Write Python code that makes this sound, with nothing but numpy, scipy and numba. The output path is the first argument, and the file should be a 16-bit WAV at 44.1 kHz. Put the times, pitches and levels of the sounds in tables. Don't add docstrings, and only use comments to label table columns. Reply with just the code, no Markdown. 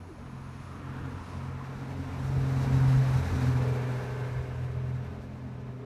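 import sys
import numpy as np
from scipy import signal
from scipy.fft import rfft, irfft
from scipy.io import wavfile
from numba import njit

SR = 44100
rng = np.random.default_rng(int(sys.argv[2]) if len(sys.argv) > 2 else 0)


def persist_wave(psi):
    counts = np.round(np.clip(psi, -1, 1) * 32767).astype(np.int16)
    wavfile.write(sys.argv[1], SR, np.atleast_2d(counts).T)


N = 257984
TIME = np.arange(N) / SR


def undb(db):
    return 10 ** (np.asarray(db) / 20)


def unit(x):
    return x / np.sqrt(np.mean(x ** 2))


def curves(table):
    time_s, *columns = np.transpose(table)
    return [np.interp(TIME, time_s, column) for column in columns]


def noise():
    return rng.standard_normal(N)


def walk(rate_hz):
    hz = np.arange(N // 2 + 1) * SR / N
    smoothed = rfft(noise()) / (1 + (hz / rate_hz) ** 4)
    return unit(irfft(smoothed, N))


def colour(x, points):
    hz, db = np.transpose(points)
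    log_hz = np.log(np.arange(1, N // 2 + 2) * SR / N)
    knots = np.log(hz)
    outside = np.abs(log_hz - np.clip(log_hz, knots[0], knots[-1]))
    shape_db = np.interp(log_hz, knots, db) - 40 * outside
    return unit(irfft(rfft(x) * undb(shape_db), N))


def resonate(x, modes):
    total = 0
    for k, (hz, width, db) in enumerate(modes):
        b, a = signal.iirpeak(hz, hz / width, fs=SR)
        total = total + (-1) ** k * undb(db) * signal.lfilter(b, a, x)
    return unit(total)


@njit
def band(x, hz, width):
    y, b, low = np.empty(len(x)), 0., 0.
    for i in range(len(x)):
        g, k = np.tan(np.pi * hz[i] / SR), width / hz[i]
        v = (b + g * (x[i] - low)) / (1 + g * (g + k))
        b, low, y[i] = 2 * v - b, low + 2 * g * v, k * v
    return y


def swells(table):
    total = 0
    for middle_s, hz, half_s, db in table:
        since = TIME - middle_s
        bell = np.exp(-(since / half_s) ** 2)
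        total = total + undb(db) * bell * np.sin(2 * np.pi * (hz * since + rng.random()))
    return total


SPEED_M_S, STREET_M, NEAREST_S = 10, 6, 3.15


def path(ahead_m=0):
    along = SPEED_M_S * (TIME - NEAREST_S) + ahead_m
    return along, np.hypot(along, STREET_M)


REAR_S, TURN_S = 3.583, 0.034
PART_LEVELS = { "octave": (-38, 1.1, -1.8), "firing": (-33, 0.84, 1.3), "front": (-44.5, 1.07, -6),
               "flank": (-43, 1.76, -30), "rear": (-57, 1.12, 15.55), "tail": (-60, 1.43, 14.4),
               "rumble": (-38.5, 0.94, -1.3), "exhaust": (-41.5, 0.5, -2.5),
               "clatter": (-41.5, 1.033, 1.12), "tyres": (-48, 1.44, -1.24), }
# part name, middle_s, half_length_s, depth_db
STANDING_WAVE_DIPS = [("octave", 0.26, 0.7, 12), ("octave", 1.55, 0.21, 15), ("octave", 2.31, 0.09, 17),
                      ("octave", 3.143, 0.16, 14.2), ("octave", 4.57, 0.64, 25),
                      ("firing", 0.42, 0.74, 4.5), ("firing", 1.74, 0.18, 10), ("firing", 2.63, 0.41, 3.6),
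                      ("firing", 2.99, 0.11, 21), ("firing", 3.33, 0.16, -2.6), ("firing", 1.25, .3, -2),
                      ("firing", 4.01, 0.43, 14.5), ("firing", 6.16, 0.68, 20), ("front", 3.12, 0.17, 5.2),
                      ("flank", 3.134, 0.28, 18), ("flank", 2.17, 0.16, 5.1), ("rear", 4.1, 0.13, 4.1),
                      ("rear", 4.6, 0.23, 4.1), ("rear", 5.35, 0.12, 12), ("rear", 5.82, 0.044, -6),
                      ("tail", 5.2, 0.45, 6), ("rumble", 0, 0.12, 12), ("rumble", 1.7, 0.3, 5.5),
                      ("rumble", 2.87, 0.12, 4.3), ("rumble", 5.2, .25, 2.5), ("rumble", 3.5, 0.042, 9.4),
                      ("rumble", 3.9, 0.35, 3.8), ("rumble", 3.4, 0.043, 6.7), ("exhaust", 0.14, 0.72, 1.4),
                      ("exhaust", 0.96, .3, -1.4), ("exhaust", 1.9, 0.32, 3.5),
                      ("exhaust", 4.48, 0.26, 4.3)]


def carried(part, ahead_m=0):
    nearest_db, falloff, behind_db = PART_LEVELS[part]
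    behind = .5 + .5 * np.tanh((TIME - REAR_S) / TURN_S)
    dip_db = 0
    for name, middle_s, half_s, depth_db in STANDING_WAVE_DIPS:
        if name == part:
            dip_db = dip_db + depth_db * np.exp(-((TIME - middle_s) / half_s) ** 2)
    _, distance = path(ahead_m)
    return undb(nearest_db + behind_db * behind - dip_db) * (STREET_M / distance) ** falloff


SLIDE_S = 1.2
# delay_s, shift_s (added late, taken off early), level_db
WALL_ECHOES = [(.0053, -.0006, -18), (.0091, .0009, -16)]


def room(x):
    bearing = np.tanh((TIME - NEAREST_S) / SLIDE_S)
    total = x
    for delay_s, shift_s, db in WALL_ECHOES:
        lag = np.rint((delay_s + shift_s * bearing) * SR).astype(int)
        total = total + undb(db) * x[np.maximum(np.arange(N) - lag, 0)]
    return unit(total)


# (per Hz, relative)
TYRE_SPECTRUM = [(1500, 9), (2600, -4.5), (3200, -10), (3800, -1), (4600, -5.5), (5800, -4.5), (7200, -9.5),
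                 (8200, -10.5), (9500, -14), (12000, -14.5), (14000, -19.5)]
WHEELBASE_M = 4.6


def tyres(flutter_db=1.0):
    front = carried("tyres", WHEELBASE_M / 2)
    rear = carried("tyres", -WHEELBASE_M / 2)
    axles = np.hypot(front, rear) / np.sqrt(2)
    return axles * undb(flutter_db * walk(18)) * colour(room(noise()), TYRE_SPECTRUM)


# middle_s, pitch_hz, half_length_s, peak_db
THUD_BURSTS = [(2.665, 68, .014, -32.5), (2.69, 234, 0.029, -34.5), (2.738, 74, .014, -29),
               (2.82, 68, .014, -31), (2.886, 72, 0.009, -23.5), (2.972, 52.4, .018, -28),
               (3.34, 109, 0.007, -24.5), (3.42, 195, 0.0073, -33), (3.43, 255, .02, -35),
               (3.5, 268, 0.02, -33.5)]


def thuds():
    return swells(THUD_BURSTS)


CYLINDERS = 6
SOUND_M_S = 343
# time_s, firings_per_second
ENGINE_SPEED = [(0, 85.5), (1.0, 85.6), (1.5, 86.35), (2.4, 86.9), (3.1, 86.6), (3.7, 85.55), (4.4, 86.0),
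                (5.3, 87.2), (5.85, 85.9)]


def cycles():
    along, distance = path()
    doppler = 1 - SPEED_M_S / SOUND_M_S * along / distance
    firing_hz = curves(ENGINE_SPEED)[0] * doppler
    return np.cumsum(firing_hz) / CYLINDERS / SR


# (per Hz, relative)
RUMBLE_SPECTRUM = [(15, -24), (25, -16), (34, -12.5), (42, -3), (50, -7), (62, -2), (80, -8), (110, -6),
                   (150, -13.5)]


def rumble(cycle, puff_db=1.9, lope=0.37):
    beat = 1 + lope * np.cos(2 * np.pi * cycle)
    return carried("rumble") * undb(puff_db * walk(15)) * beat * colour(noise(), RUMBLE_SPECTRUM)


# (per Hz, relative)
EXHAUST_SPECTRUM = [(110, -13), (155, -7.5), (185, -4.5), (212, -2.5), (250, -2.5), (300, -8.5), (360, -14),
                    (480, -15)]


def exhaust(cycle, puff_db=1.5, lope=0.23):
    beat = 1 + lope * np.cos(2 * np.pi * cycle)
    return carried("exhaust") * undb(puff_db * walk(4.5)) * beat * colour(noise(), EXHAUST_SPECTRUM)


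# time_s, pitch_hz, share_cancelled (0-1)
ROAD_HOLLOW = [(2.7, 520, 0.47), (3.3, 644, 0.43), (3.8, 790, 0.2), (4.7, 820, 0.54), (5.3, 805, 0.17)]


def hollow(x, width_hz=130):
    hz, share = curves(ROAD_HOLLOW)
    return unit(x - np.clip(share, 0, 1) * band(x, hz, float(width_hz)))


# (per Hz, relative)
CLATTER_SPECTRUM = [(250, -10), (340, -6), (430, -2.5), (520, -0.5), (620, 0.5), (760, -1), (960, -2.5),
                    (1170, -5.5), (1500, -9.5), (2000, -13), (2450, -14), (3100, -19.5), (5000, -30.5)]


def clatter(cycle, repeat=0.29, throb=0.025, flutter_db=0.77):
    one_cycle = rng.standard_normal(int(N / cycle[-1]))
    repeated = one_cycle[(cycle % 1 * len(one_cycle)).astype(int)]
    firing = 1 + throb * np.cos(2 * np.pi * CYLINDERS * cycle)
    rattle = (noise() + repeat * repeated) * firing
    coloured = hollow(colour(room(rattle), CLATTER_SPECTRUM))
    return carried("clatter") * undb(flutter_db * walk(12)) * coloured


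# pitch_hz, width_hz, level_db (relative),
# facing_s (when its panel faces the house), half_length_s
CASING_PANELS = [(600, 50, -16, 3.65, .3), (862, 36, -2, 4.0, .45), (1010, 170, -4.5, 3.95, .4),
                 (1330, 220, -8, 4.0, .35), (1545, 26, 1.5, 4.25, .4), (1725, 28, 2, 3.85, .6),
                 (2150, 42, -4.5, 4.2, .4), (2335, 36, -3, 3.8, .22), (2735, 60, -12, 4.1, .4)]


def casing(casing_db=-57.5):
    total = 0
    for hz, width, db, facing_s, half_s in CASING_PANELS:
        facing = 1 / (1 + ((TIME - facing_s) / half_s) ** 2)
        total = total + undb(db) * facing * band(noise(), np.full(N, float(hz)), float(width))
    return undb(casing_db) * unit(total)


# pitch_hz, width_hz, level_db (relative)
INTAKE_RESONANCES = [(422, 14, -1), (590, 93, -3), (888, 105, -1), (983, 92, 3.5), (1340, 236, -1.5),
                     (1680, 280, -6.5), (2300, 180, -8)]


def intake(roar_db=-3):
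    return carried("front") * undb(roar_db) * resonate(noise(), INTAKE_RESONANCES)


def notes(cycle, table, fading, fade_hz, dull_db=0):
    out = 0
    for multiple, db in table:
        paths = 1 + fading * (walk(fade_hz) + 1j * walk(fade_hz))
        octaves = max(np.log2(multiple / 28), 0)
        tone = np.exp(2j * np.pi * (multiple * cycle + rng.random()))
        out = out + undb(db - dull_db * octaves) * np.real(paths * tone)
    return out * np.sqrt(2 / (1 + 2 * fading ** 2))


# multiple (of the engine cycle rate), level_db (relative).
FRONT_ORDERS = [(12, -5), (14, -4), (16, -3), (19, -10), (34, -17)]
FLANK_ORDERS = [(28, 0), (32, -3)]
REAR_ORDERS = [(12, -6), (15, -7), (18, -10), (20, -8), (26, -14), (28, -1), (30, 0)]
TAIL_ORDERS = [(32, 0), (34, -6), (36, 1), (39, -11), (42, -11), (45, -6), (52, -13), (61, -9)]
TAILPIPE_ORDERS = [(12, -5), (15, 1), (20, -19)]
# time_s, level_db (before the levels of its notes)
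TAILPIPE_LEVEL = [(0, -70), (4.3, -60.5), (5.0, -52.5), (5.55, -48), (5.85, -65)]


def overtones(cycle):
    dull_db = np.interp(TIME, [4.1, 5.3], [0, 22])
    front = carried("front") * notes(cycle, FRONT_ORDERS, fading=.6, fade_hz=8)
    flank = carried("flank") * notes(cycle, FLANK_ORDERS, fading=.5, fade_hz=7)
    rear = carried("rear") * notes(cycle, REAR_ORDERS, fading=.3, fade_hz=5, dull_db=dull_db)
    tail = carried("tail") * notes(cycle, TAIL_ORDERS, fading=.3, fade_hz=4)
    tailpipe = undb(curves(TAILPIPE_LEVEL)[0]) * notes(cycle, TAILPIPE_ORDERS, fading=.6, fade_hz=7)
    return front + flank + rear + tail + tailpipe


BOOM_ORDER = 9
WAVER, BOOM_WAVER, WAVER_HZ = .25, .075, 12
# time_s, level_db
BOOM_LEVEL = [(0.0, -64), (0.21, -48.5), (0.33, -43), (0.8, -49.5), (0.88, -39.5), (1.07, -40), (1.24, -57),
              (1.4, -38.5), (1.78, -40), (2.04, -38), (2.11, -47.5), (2.15, -37.5), (2.38, -26.5),
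              (2.49, -30), (2.86, -22.5), (2.9, -20.5), (3.0, -21), (3.07, -26.5), (3.16, -24),
              (3.27, -43.5), (3.42, -26.5), (3.49, -24.5), (3.535, -29), (3.59, -26), (4.16, -37),
              (4.21, -30), (4.27, -35), (4.35, -31.5), (4.54, -38.5), (4.59, -33), (4.95, -32.5),
              (5.15, -45), (5.72, -39), (5.85, -43)]


def drone(cycle, shake=0.17):
    firing = carried("firing") * notes(cycle, [(CYLINDERS, 0)], WAVER, WAVER_HZ)
    octave = carried("octave") * notes(cycle, [(2 * BOOM_ORDER, 0)], WAVER, WAVER_HZ)
    boom = undb(curves(BOOM_LEVEL)[0]) * notes(cycle, [(BOOM_ORDER, 0)], BOOM_WAVER, WAVER_HZ)
    return (firing + octave + boom) * (1 + shake * walk(31))


def vehicle():
    cycle = cycles()
    noises = tyres() + thuds() + rumble(cycle) + exhaust(cycle)
    engine = clatter(cycle) + casing() + intake() + overtones(cycle) + drone(cycle)
    return noises + engine


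# pitch_hz, width_hz, level_db (relative)
THROAT_RESONANCES = [(1010, 180, -2), (1336, 230, -2.5), (1810, 160, -7.5), (2440, 750, -17.5)]
# time_s, spread_share (how far the two lowest resonances
# draw apart), lift_db (moved from the lowest resonance to the others)
PALATE_MOVES = [(0, 0, 0), (.5, 0, -.5), (.83, -.05, .5), (.98, .11, 2), (1.1, .08, 1), (1.22, .02, -1.5),
                (1.35, .02, -2), (1.6, 0, -.5), (1.9, .02, 2)]


def throat():
    air = noise()
    spread, lift_db = curves(PALATE_MOVES)
    moves = [(1 - spread, -lift_db), (1 + spread, lift_db)]
    moves += [(np.ones(N), lift_db)] * (len(THROAT_RESONANCES) - 2)
    total = 0
    for k, ((hz, width, db), (ratio, gain_db)) in enumerate(zip(THROAT_RESONANCES, moves)):
        total = total + (-1) ** k * undb(db + gain_db) * band(air, hz * ratio, float(width))
    return unit(total)


# middle_s, pitch_hz, half_length_s, peak_db
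PALATE_CATCHES = [(0.186, 578, 0.004, -47.5), (1.22, 1065, 0.0054, -42), (1.34, 1020, 0.016, -47.5),
                  (1.615, 1065, 0.003, -37.5)]


def catches():
    return swells(PALATE_CATCHES)


# time_s, pitch_hz (before a small wobble), level_db
NOSE_SQUEAK = [(.075, 440, -70), (.092, 390, -48), (.11, 345, -46), (.13, 320, -52), (.16, 290, -62)]


def squeak():
    hz, level_db = curves(NOSE_SQUEAK)
    shaky_hz = hz * (1 + 0.027 * walk(57))
    tone = np.sqrt(2) * np.sin(2 * np.pi * np.cumsum(shaky_hz) / SR)
    sounding = (TIME > NOSE_SQUEAK[0][0]) * (TIME < NOSE_SQUEAK[-1][0])
    return undb(level_db) * tone * sounding


# time_s, throat_level_db (before flutter), nostril_ring_level_db, soft_hiss_level_db
BREATH_LEVELS = [(0, -69, -70.5, -77), (.3, -57, -72, -72), (.65, -52, -68.5, -65), (.95, -49.5, -77, -78),
                 (1.15, -50.5, -76, -64.5), (1.33, -51.5, -73, -60), (1.47, -50.5, -82, -68),
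                 (1.62, -51, -86, -75), (1.9, -59, -100, -100)]
# pitch_hz, width_hz, level_db (relative)
NOSTRIL_RESONANCES = [(4150, 450, -2), (5500, 440, -3), (6550, 330, 0), (10030, 300, 0.5),
                      (13100, 650, -14)]
# (per Hz, relative)
HISS_SPECTRUM = [(2500, 6), (4000, 0), (5500, -1), (8000, -10), (10000, -7), (12000, -29)]


def breath(flutter_db=1.0):
    throat_db, ring_db, hiss_db = curves(BREATH_LEVELS)
    rasp = undb(throat_db + flutter_db * walk(40)) * throat()
    ring = undb(ring_db) * resonate(noise(), NOSTRIL_RESONANCES)
    hiss = undb(hiss_db) * colour(noise(), HISS_SPECTRUM)
    return (rasp + ring + hiss) * (TIME < BREATH_LEVELS[-1][0])


def pug():
    return breath() + squeak() + catches()


def scene():
    return (vehicle() + pug())[None]


TOP_HZ = 14000


def record(dry):
    fade = np.minimum(np.minimum(TIME, TIME[::-1]) / .003, 1)
    top_cut = signal.ellip(10, .2, 80, TOP_HZ, fs=SR, output="sos")
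    return signal.sosfilt(top_cut, dry * fade)


dry = scene()
out = record(dry)
persist_wave(out)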